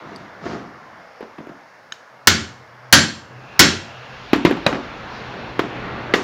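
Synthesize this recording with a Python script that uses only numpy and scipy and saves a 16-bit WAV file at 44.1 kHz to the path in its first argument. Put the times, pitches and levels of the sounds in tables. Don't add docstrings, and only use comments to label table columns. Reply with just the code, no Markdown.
import sys
import numpy as np
from scipy import signal
from scipy.io import wavfile

SR = 44100
rng = np.random.default_rng(int(sys.argv[2]) if len(sys.argv) > 2 else 0)


def waveform_to_disk(signal):
    frames = np.transpose(np.atleast_2d(signal))
    scaled = np.clip(frames, -1, 1) * 32767
    samples = np.round(scaled).astype(np.int16)
    wavfile.write(sys.argv[1], SR, samples)


def level_to_linear(level):
    exponent = np.asarray(level, float) / 20
    return 10 ** exponent


N = 274743


def at_hz(points, hz):
    point_hz, value = np.array(points).T
    return np.interp(np.log(hz), np.log(point_hz), value)


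def in_time(rows):
    s, *columns = np.transpose(rows)
    return [np.interp(np.arange(N) / SR, s, column) for column in columns]


def rms_one(x):
    return x / np.sqrt(np.mean(x ** 2) + 1e-20)


def drift(rate_hz):
    knots = rng.standard_normal(int(rate_hz * N / SR) + 3)
    return np.interp(np.arange(N) / SR * rate_hz, np.arange(len(knots)), knots)


def filtered(x, order, hz, kind="low"):
    return signal.sosfilt(signal.butter(order, hz, kind, fs=SR, output="sos"), x)


def bands(length):
    white = rng.standard_normal((2, length))
    edges = 22 * 2 ** np.arange(0, 9.7, 1 / 3)
    for k, (low, high) in enumerate(zip(edges, edges[1:])):
        yield np.sqrt(low * high), filtered(white[k % 2], 3, [low, high], "band")


def clicks(times, levels_db):
    force = np.zeros(N)
    force[np.round(np.asarray(times) * SR).astype(int)] = level_to_linear(levels_db)
    return force


def ring(force, hz, t60):
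    r = level_to_linear(-60 / (t60 * SR))
    w = 2 * np.pi * hz / SR
    return signal.lfilter([0, np.sin(w)], [1, -2 * r * np.cos(w), r * r], force + 1e-18)


def strike(modes, times, levels_db):
    at = np.round(np.atleast_1d(times) * SR).astype(int)
    out = np.zeros(N)
    luck_db = 3.5 * rng.standard_normal((len(at), len(modes)))
    for k, (hz, mode_db, t60) in enumerate(modes):
        force = np.zeros(N)
        force[at] = level_to_linear(levels_db + mode_db + luck_db[:, k]) * (-1) ** k
        out += ring(force, hz, t60)
    return out


# start_s, blow_db, long_ring_db, bench_thud_db
HAMMER_BLOWS = [
    (2.272, 9, -17.5, 3.5),
    (2.926, 14, 10, 4),
    (3.593, 14, -15.5, 4.5),
]
# pitch_hz, level_db, t60_s
STEEL_MODES = [(1378, -6, .05), (1485, -4, .06), (1590, -5, .04), (1720, 0, .025), (1853, -5, .05),
               (1934, -4, .04), (2195, -8, .05), (3000, -6, .04), (3238, -6, .05), (3900, -3, .03),
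               (4270, -2, .04), (4653, -4, .05), (5330, -7, .04), (5480, -4, .03), (5780, -5, .02),
               (6100, -7, .04), (7350, -6, .05), (7525, -5, .05)]
# pitch_hz, level_db, t60_s
PUNCH_RING_MODES = [(10420, -28, .10), (10530, -28, .16), (13000, -30, .05)]
# pitch_hz, level_db, t60_s
BENCH_MODES = [(89, -9.5, 0.21), (171.2, -1, 0.073), (223.4, -7, 0.2), (291, -3, 0.049), (380, -3.5, 0.053),
               (598, -4, 0.015), (693, -9, 0.13), (1000, 8, 0.01), (1246, 1, 0.06), (1820, -4, 0.018),
               (2180, -12, 0.011)]


def hammer():
    out = np.zeros(N)
    for s, blow_db, ring_db, thud_db in HAMMER_BLOWS:
        steel = strike(STEEL_MODES, s, blow_db - 10) + strike(PUNCH_RING_MODES, s, blow_db + ring_db)
        bench = strike(BENCH_MODES[:6], s + 0.00282, blow_db + thud_db - 25)
        out += steel + bench
        out += workshop(level_to_linear(-11) * steel + level_to_linear(-4.5) * bench, ECHO_COLOUR_DB)
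        out += workshop(clicks(s, blow_db + 11.0), CASTING_COLOUR)
    s, blow_db = np.transpose(HAMMER_BLOWS)[:2]
    return out + rattle(s, blow_db - 0.5, t60=0.047)


# pitch_hz, level_db
CASTING_COLOUR = [(150, -15.5), (500, -9), (900, -4.5), (1500, 0.5), (2400, -1.5), (4000, -1.5), (6000, -2),
                  (7500, -2), (10000, -13), (13000, -7), (16000, 2)]


def rattle(times, levels_db, t60):
    fade = signal.lfilter([1], [1, -level_to_linear(-60 / (t60 * SR))], clicks(times, levels_db) + 1e-18)
    colour = sum(level_to_linear(at_hz(CASTING_COLOUR, hz)) * noise for hz, noise in bands(N) if hz > 400)
    return fade * rms_one(colour)


# start_s, knock_db, pitch_hz, bench_ring_db, crack_db
BENCH_KNOCKS = [(0.462, -25, 750, 1, 0), (1.207, -13.5, 434, -32, -14), (1.226, -29.5, 380, -5, 3),
                (1.383, -18, 290, -6.5, -11.5), (1.402, -22.5, 262, -2.5, -13.5),
                (1.47, -16.5, 338, -18, -17.5), (1.492, -20, 340, -4, -11.5), (1.512, -39, 293, 11.5, -19),
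                (4.332, 7, 300, -95, -10.5), (4.362, -4, 351, -19, -27), (4.45, 7.5, 326, -14, -9),
                (4.467, -9.5, 506, 1.5, -4), (4.5105, -0.5, 358, -26, -14), (4.525, -26, 290, -3, 6),
                (4.569, -12.5, 300, -9, -10.5), (4.664, -9.5, 630, 1.5, 6.5), (4.727, -7.5, 288, -4, -8),
                (4.745, -18.5, 406, 3, 1), (4.761, -24, 302.5, 2, -1), (5.339, -19, 605, -11, -6.5),
                (5.593, 1, 366, -30.5, -10.5), (5.633, -25.5, 352, 10.5, -11.5),
                (6.138, 4, 406, -33.5, -6.5)]


def tools_on_bench():
    s, knock_db, _, bench_db, _ = np.transpose(BENCH_KNOCKS)
    wood = strike(BENCH_MODES[1:7], s, knock_db + bench_db - 7.0)
    cracks, pushes = np.zeros(N), np.zeros(N)
    t = np.arange(3900) / SR
    for at, level_db, hz, _, crack_db in BENCH_KNOCKS:
        now = slice(round(at * SR), round(at * SR) + len(t))
        rise = 1 - np.exp(-t * hz / 0.29 * level_to_linear(0.52 * level_db))
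        wood[now] += level_to_linear(level_db) * np.sin(2 * np.pi * hz * t) * level_to_linear(-60 * t * hz / 6.34) * rise
        dull = signal.butter(2, 1900 * 2 ** (0.03 * level_db), fs=SR)
        white = rng.standard_normal(len(t))
        crack = rms_one(signal.lfilter(*dull, white))
        cracks[now] += level_to_linear(level_db + crack_db - 3.5) * crack * level_to_linear(-60 * t / 0.064)
        buzz, tick = level_to_linear(-38.5 - 60 * t / 0.11), level_to_linear(-24.5 - 60 * t / 0.014)
        cracks[now] += level_to_linear(1.3 * level_db) * white * (buzz + tick)
        pushes[now] += level_to_linear(level_db + crack_db - 27.5) * rms_one(signal.lfilter(*dull, t == 0))
    steel, scrape = taps(), drag()
    to_walls = level_to_linear(-12) * wood + level_to_linear(-22) * steel + level_to_linear(-9.0) * scrape + pushes
    both = wood + steel + scrape + cracks + workshop(to_walls, ECHO_COLOUR_DB)
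    frame = ring(clicks(s, knock_db - 40), hz=38, t60=0.25)
    return frame + filtered(both, 2, 140, "high")


# start_s, rise_s, hold_s, fall_db_per_s, level_db
HOUSING_DRAGS = [
    (-0.004, 0.083, 0.069, 57, -39),
    (0.397, 0.055, 0.076, 124, -27),
]


def drag():
    slips = (rng.random(N) < 600 / SR) * level_to_linear(0.56 * np.minimum(rng.exponential(1, N), 4))
    slips = slips * rng.choice([-1, 1], N)
    body = np.zeros(N)
    for hz, mode_db, t60 in BENCH_MODES[1:]:
        body += level_to_linear(mode_db) * ring(slips, hz, 0.19 * min(t60, .08)) / (1 + (hz / 1200) ** 2)
    hiss = filtered(rng.standard_normal(N), 3, [1500, 6000], "band")
    t = np.arange(N) / SR
    push = np.zeros(N)
    for at, rise, hold, fall, level_db in HOUSING_DRAGS:
        fallen_db = fall * np.maximum(t - at - rise - hold, 0)
        push += np.clip((t - at) / rise, 0, 1) ** 2 * level_to_linear(level_db - fallen_db)
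    return push * (rms_one(body) + level_to_linear(-19.5) * rms_one(hiss))


# (pitch_hz, level_db)
STEEL_TAPS = [
    (0.161, -39, [(4600, 9), (5050, 6), (8000, 3), (9700, 0), (11500, -10)]),
    (1.922, -22.5, [(1500, 3), (1750, -0.5), (3040, -4.5), (3810, -3.5), (5290, -6), (5900, -17), (6550, -10.5), (7960, -8.5), (11050, -19.5)]),
    (4.6659, -11, [(600, -10), (980, -4.5), (1400, -3), (2500, -1), (3950, 4), (5800, -23)]),
]
# start_s, level_db
PUNCH_SET_DOWN = [
    (5.593, -27),
    (6.138, -4),
]
# pitch_hz, level_db, t60_s
PUNCH_END_MODES = [(1950, 1.5, 0.0266), (2900, -24.5, 0.099), (3440, -17, 0.0435), (4700, -29, 0.088),
                   (5150, -40, 0.18), (5440, -27, 0.056), (7060, -29, 0.039), (8463, -38, 0.042)]


def taps():
    out = np.zeros(N)
    for at, tap_db, modes in STEEL_TAPS:
        for hz, mode_db in modes:
            out += strike([(hz, mode_db, .02)], at + .0012 * rng.uniform(-1, 1), tap_db)
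    s, level_db = np.transpose(PUNCH_SET_DOWN)
    top_db = max(mode_db for _, mode_db, _ in PUNCH_END_MODES)
    return out + strike(PUNCH_END_MODES, s, level_db - top_db)


def tap_scatter():
    s, tap_db = np.transpose([tap[:2] for tap in STEEL_TAPS] + PUNCH_SET_DOWN)
    return workshop(clicks(s, tap_db + 6), CASTING_COLOUR)


# middle_s, length_s, centre_hz, level_db
FINGER_SWISH = (5.16, .06, 4800, -50)


def swish():
    at, length, hz, level_db = FINGER_SWISH
    noise = filtered(rng.standard_normal(N), 2, [hz / 1.15, hz * 1.15], "band")
    return level_to_linear(level_db) * rms_one(noise) * np.exp(-((np.arange(N) / SR - at) / length) ** 2)


# pitch_hz, t60_s
WORKSHOP_T60 = [(60, 0.52), (160, 0.4), (420, 0.38), (1100, 0.33), (2900, 0.34), (7500, 0.3), (9000, 0.3),
                (15000, 0.058)]
# pitch_hz, level_db
ECHO_COLOUR_DB = [(60, -2.5), (200, 0), (700, 2.5), (2000, -2.5), (6000, -5), (8000, 1.5), (15000, -24)]


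def workshop(x, colour):
    t = np.arange(SR) / SR
    tail = np.zeros(SR)
    for hz, noise in bands(SR):
        t60 = at_hz(WORKSHOP_T60, hz)
        yard = level_to_linear(-11 - 60 * t / (0.74 * t60 / 0.46))
        tail += level_to_linear(at_hz(colour, hz)) * noise * (level_to_linear(-60 * t / t60) + yard)
    tail = tail * np.clip((t - .003) / 0.0095, 0, 1)
    return signal.fftconvolve(x, tail / np.sqrt(np.sum(tail ** 2)))[:N]


# time_s, pitch_hz, level_db
GEARBOX_WHINE = [(2.9, 2760, -74), (3.078, 2830, -51), (3.448, 2635, -43.5), (3.71, 2640, -30),
                 (3.804, 2680, -38.5), (4.022, 2780, -40), (4.286, 2490, -48.5), (4.5, 2650, -43)]


def whine():
    hz, level_db = in_time(GEARBOX_WHINE)
    t = np.arange(N) / SR
    fade = np.clip((t - 3.1) / 0.27, 0, 1) * np.clip((4.4 - t) / 0.36, 0, 1)
    return level_to_linear(level_db - 5) * fade * drift(450) * np.sin(2 * np.pi * np.cumsum(hz) / SR)


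# time_s, traffic_db, lorry_nearness_db
STREET_COURSE = [(0.0, -40.5, 0.5), (0.6, -42, -3.5), (1.2, -44.5, -1), (1.9, -47.5, -1.5),
                 (2.7, -45, -1.5), (3.3, -44, -2), (3.6, -40.5, 9), (4.0, -41, 10), (4.4, -38, 12),
                 (4.9, -37, 9.5), (5.3, -35, 8.5), (5.6, -35.5, 5.5), (5.85, -31.5, 6), (6.23, -32, 2)]
# pitch_hz, level_db_per_hz
TRAFFIC_COLOUR = [(20, -8), (50, -4), (80, -4), (200, 0), (450, -3), (700, -2), (1500, -4), (2200, -10),
                  (2800, -16), (4300, -21), (5300, -25), (6200, -29), (7200, -36), (8000, -46)]
# offset_db, share_of_level, share_of_nearness
TRAFFIC_LAYERS = [
    (-24, 1.6, 1.2),
    (-8, 1.46, .1),
    (0, 0.99, 0.024),
    (-14, 0.95, 0.8),
    (-20, 0.35, .4),
]
# time_s, level_db
ENGINE_DRONE = [(0, -93), (2.1, -71), (2.3, -43.5), (2.8, -52), (3.3, -41.5), (3.55, -54), (4.1, -46.5),
                (4.5, -53), (5.2, -44), (6.0, -38.5), (6.23, -44.5)]


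def street():
    level_db, near_db = in_time(STREET_COURSE)
    layers = np.zeros((5, N))
    for hz, noise in bands(N):
        layer = np.searchsorted([90, 450, 2500, 4300], hz)
        layers[layer] += level_to_linear(at_hz(TRAFFIC_COLOUR, hz) + 1.33 * drift(9.2)) * noise
    layers[:2] *= level_to_linear(3.5 * drift(4.25))
    mean_db = level_db.mean()
    wash = np.zeros(N)
    for (offset_db, follow, near), layer in zip(TRAFFIC_LAYERS, layers):
        layer_db = mean_db + offset_db + follow * (level_db - mean_db) + near * near_db
        wash += level_to_linear(layer_db) * rms_one(layer)
    drone_hz, width_hz = 124.4, 6.9
    drone = ring(rng.standard_normal(N), drone_hz, 1.3 / width_hz)
    drone = ring(drone, drone_hz, 1.4 / width_hz)
    return wash + level_to_linear(in_time(ENGINE_DRONE)[0]) * rms_one(drone)


def scene():
    near = hammer() + tools_on_bench() + tap_scatter() + swish()
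    return (near + whine() + street())[None]


def band_limit(x):
    return signal.sosfilt(signal.butter(12, 15860, fs=SR, output="sos"), x)


def record(dry):
    step_hz, top_db, hiss_db, end_hz = 7440, -10, -72, 15000
    x = filtered(dry, 1, 40, "high")
    below = filtered(x, 8, step_hz)
    above = filtered(x, 4, step_hz, "high")
    hiss = level_to_linear(hiss_db) * rng.standard_normal(dry.shape)
    clipped = np.clip(below + level_to_linear(top_db) * above + hiss, -1, 1)
    return band_limit(filtered(clipped, 2, end_hz))


dry = scene()
out = record(dry)
waveform_to_disk(out)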